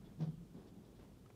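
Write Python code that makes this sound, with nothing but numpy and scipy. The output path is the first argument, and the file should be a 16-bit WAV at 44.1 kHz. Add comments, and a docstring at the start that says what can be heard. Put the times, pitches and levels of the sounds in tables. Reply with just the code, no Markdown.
"""Low rumble and an even hiss in a quiet garage. One soft bump, with a short scrape of contact,
sets a hollow panel, perhaps a door, booming in a few quickly fading swells while its modes ring out.
Someone shifts: faint friction scuffs, cloth rustles and two thin stick-slip squeaks, with low room
resonances stirred by the movement. Two small taps come at the end."""
import sys
import numpy as np
from scipy import signal
from scipy.fft import irfft
from scipy.io import wavfile

SR = 44100
rng = np.random.default_rng(int(sys.argv[2]) if len(sys.argv) > 2 else 0)


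def int16_out(signal):
    """Quantize to a 16-bit WAV file."""
    q = np.round(np.clip(np.atleast_2d(signal).T, -1, 1) * 32767)
    wavfile.write(sys.argv[1], SR, q.astype(np.int16))


N = 59535
T = np.arange(N) / SR
HZ = np.fft.rfftfreq(N, 1 / SR) + 1  # +1 keeps the log finite


def amp(db):
    """Decibels to gain."""
    return 10 ** (np.asarray(db) / 20)


def unit_rms(x):
    """Scale to rms 1."""
    return x / np.sqrt(np.mean(x ** 2) + 1e-20)


def spectrum_db(colour):
    """Join (freq_hz, relative_db) points on a log-frequency axis."""
    freq_hz, relative_db = np.transpose(colour)
    return np.interp(np.log(HZ), np.log(freq_hz), relative_db)


def noise(shape_db):
    """Random-phase noise of rms 1 with the given spectral shape."""
    phases = np.exp(2j * np.pi * rng.random(len(HZ)))
    return unit_rms(irfft(amp(shape_db) * phases, N))


def wander(rate_hz):
    """Random drift of rms 1, low-passed at rate_hz."""
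    return noise(-10 * np.log10(1 + (HZ / rate_hz) ** 6))


def envelope(start_s, length_s, rise_s, decay_s):
    """Linear rise, hold, exponential decay."""
    rise = np.clip((T - start_s) / rise_s, 0, 1)
    return rise * np.exp(-np.maximum(T - start_s - length_s, 0) / decay_s)


def friction(strokes, colour, rise_s, decay_s, grain_db):
    """Strokes of rubbing noise, each with its own brightness; grain_db sets the level flutter."""
    out = np.zeros(N)
    for start_s, length_s, level_db, tilt_db_per_oct in strokes:
        hiss = noise(spectrum_db(colour) + tilt_db_per_oct * np.log2(HZ))
        grainy = unit_rms(hiss * amp(grain_db * wander(rate_hz=120)))
        out += amp(level_db) * envelope(start_s, length_s, rise_s, decay_s) * grainy
    return out


def room_tone():
    """Steady low murmur and hiss of the room."""
    # room spectrum: freq_hz, relative_db
    colour = [(22, -32.5), (45, -3), (68, -4.5), (110, 3), (190, 1), (290, -7), (400, -7.5), (540, -16),
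              (800, -22.5), (1200, -25.5), (2000, -32), (2700, -31.5), (3300, -30.5), (4500, -33.5),
              (7000, -35), (15000, -39)]
    return amp(-60) * noise(spectrum_db(colour))


def rumble():
    """A deep tone that wavers in pitch and level."""
    # rumble contour: time_s, relative_db
    contour = [(0.0, -61), (0.326, -69), (0.398, -55.5), (0.54, -70.5), (0.586, -62), (0.634, -72),
               (0.702, -64), (0.804, -87), (0.98, -58.5), (1.35, -79)]
    pitch_hz = 47.04 + 4 * wander(rate_hz=9.5)
    level_db = np.interp(T, *np.transpose(contour)) - 4
    cycles = np.cumsum(pitch_hz) / SR
    return amp(level_db) * unit_rms(np.sin(2 * np.pi * cycles))


def room_resonances():
    """Low, slightly unsteady room resonances, stirred by movement, swell and die away."""
    # resonances: start_s, length_s, level_db, pitch_hz
    resonances = [(0, 0.034, -57.5, 183), (.372, 0.065, -50, 173.6), (.54, 0.024, -57.5, 175),
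                  (0.549, 0.1, -64, 388.8), (.71, 0.069, -55, 184.7), (.85, 0.037, -64, 187),
                  (1.061, 0.047, -59.5, 199.6)]
    out = np.zeros(N)
    for start_s, length_s, level_db, pitch_hz in resonances:
        phase_rad = 2 * np.pi * pitch_hz * (T - start_s) + 0.35 * wander(rate_hz=30)
        swell = envelope(start_s, length_s, rise_s=0.0064, decay_s=0.02)
        out += amp(level_db) * swell * np.sin(phase_rad)
    return out


def rustles():
    """Cloth rubs lightly as someone shifts."""
    # cloth strokes: start_s, length_s, level_db, tilt_db_per_oct
    strokes = [(.04, 0.027, -70.5, -6.5), (.25, 0.12, -87, -5.5), (.542, 0.089, -83, -4),
               (.668, 0.018, -76, -2), (.845, 0.031, -81.5, 2), (.955, .02, -77, -5),
               (1.01, 0.028, -105, -7)]
    # cloth spectrum before tilt: freq_hz, relative_db
    colour = [(100, -36), (1500, -12), (2700, -13.5), (3350, -0.5), (4100, -4.5), (5500, -4.5), (7000, -20),
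              (16000, -45)]
    return friction(strokes, colour, rise_s=0.0035, decay_s=0.014, grain_db=0)


def squeaks():
    """Thin stick-slip whistles of unsteady pitch."""
    # slips: start_s, length_s, level_db, pitch_hz
    slips = [(0.051, 0.019, -73.5, 3405), (0.286, .055, -83.5, 3190)]
    out = np.zeros(N)
    for start_s, length_s, level_db, pitch_hz in slips:
        jitter = 0.018 * wander(rate_hz=160)
        cycles = np.cumsum(pitch_hz * (1 + jitter)) / SR
        swell = envelope(start_s, length_s, rise_s=0.0085, decay_s=0.015)
        out += amp(level_db) * swell * np.sin(2 * np.pi * cycles)
    return out


def scuffs():
    """Dull friction of someone shifting."""
    # scuff strokes: start_s, length_s, level_db, tilt_db_per_oct
    strokes = [(.012, .11, -64.5, 1), (.285, .04, -58.5, -7.5), (.542, 0.075, -57.5, -1),
               (.625, 0.061, -60, -1), (.715, 0.1, -62.5, -2), (.825, 0.12, -63.5, -1.5),
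               (.988, 0.059, -63, 2.5), (1.07, 0.043, -69, 2), (1.168, 0.013, -68.5, 0.5)]
    # scuff spectrum before tilt: freq_hz, relative_db
    colour = [(50, -42), (130, -7.5), (200, 6.5), (390, 0), (550, -9.5), (740, -10), (1300, -20.5),
              (2200, -26.5), (3400, -32.5), (5500, -37.5), (7500, -47), (16000, -57)]
    return friction(strokes, colour, rise_s=0.0043, decay_s=0.022, grain_db=0.5)


def taps():
    """Small knocks: each a dry tick and one quickly damped mode."""
    # knocks: start_s, ring_db, ring_hz, tick_db
    knocks = [(1.2595, -63, 1260, -61.5), (1.3012, -55.5, 500, -61)]
    # tick spectrum: freq_hz, relative_db
    colour = [(60, -25), (400, -3), (800, 0), (1400, -2), (1900, -11), (2350, -7), (3200, -20), (6000, -21),
              (16000, -45)]
    ring_t60_s = 0.042
    out = np.zeros(N)
    for start_s, ring_db, ring_hz, tick_db in knocks:
        age_s = np.maximum(T - start_s, 0)
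        out += amp(ring_db - 60 * age_s / ring_t60_s) * np.sin(2 * np.pi * ring_hz * age_s)
        burst = envelope(start_s, length_s=0.0015, rise_s=0.0015, decay_s=0.0055)
        out += amp(tick_db) * burst * noise(spectrum_db(colour))
    return out


def contact_scrape():
    """Grainy friction of the contact that bumps the panel."""
    # scrape strokes: start_s, length_s, level_db, tilt_db_per_oct
    strokes = [(.189, 0.024, -60.5, -1), (.202, 0.033, -53, .3), (.251, 0.026, -58.5, -1)]
    # scrape spectrum before tilt: freq_hz, relative_db
    colour = [(100, -32), (230, 3), (420, -0.5), (600, -12), (780, -11), (1400, -20.5), (2100, -27.5),
              (2850, -29.5), (3250, -24.5), (4200, -27), (5600, -28.5), (7200, -43.5), (16000, -58)]
    return friction(strokes, colour, rise_s=0.0017, decay_s=0.026, grain_db=2)


def panel_bump():
    """The hollow panel's lowest mode throbs in rounded swells while its modes ring out."""
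    # boom swells: start_s, length_s, level_db
    swells = [(0.176, 0.01, -48.5), (0.201, 0.017, -37.5), (0.215, 0.0223, -33.5), (.264, 0.031, -36.5),
              (0.313, 0.028, -47), (0.349, 0.018, -53)]
    # panel modes: pitch_hz, level_db, t60_s
    modes = [(155.8, -51.5, 0.81), (253.4, -41.5, 0.094), (320.7, -51, 0.32), (730, -63, 0.31),
             (944, -88, .2)]
    bump_s, ring_rise_s = 0.1995, 0.0041
    boom_hz, swell_rise_s, swell_fall_s = 158, 0.014, 0.018
    power = np.zeros(N)
    for start_s, length_s, level_db in swells:
        rise = (T - start_s) / swell_rise_s
        fall = 1 - (T - start_s - length_s) / swell_fall_s
        ramp = np.clip(np.minimum(rise, fall), 0, 1)
        power += (amp(level_db) * np.sin(np.pi / 2 * ramp)) ** 2
    boom = np.sqrt(power) * np.sin(2 * np.pi * boom_hz * (T - bump_s))
    age_s = np.maximum(T - bump_s, 0)
    ring = sum(amp(level_db - 60 * age_s / t60_s) * np.sin(2 * np.pi * pitch_hz * age_s)
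               for pitch_hz, level_db, t60_s in modes)
    return boom + ring * np.clip(age_s / ring_rise_s, 0, 1)


def scene():
    """All sources summed to mono."""
    bump = panel_bump() + contact_scrape()
    shifting = scuffs() + rustles()
    background = rumble() + room_tone()
    return (background + shifting + squeaks() + taps() + room_resonances() + bump)[None]


def record(dry):
    """Steep low-pass on the top treble."""
    cutoff_hz = 15650
    lowpass = signal.firwin(511, cutoff_hz, window=("kaiser", 9), fs=SR)
    return signal.oaconvolve(dry, lowpass[None], "same")


dry = scene()
out = record(dry)
int16_out(out)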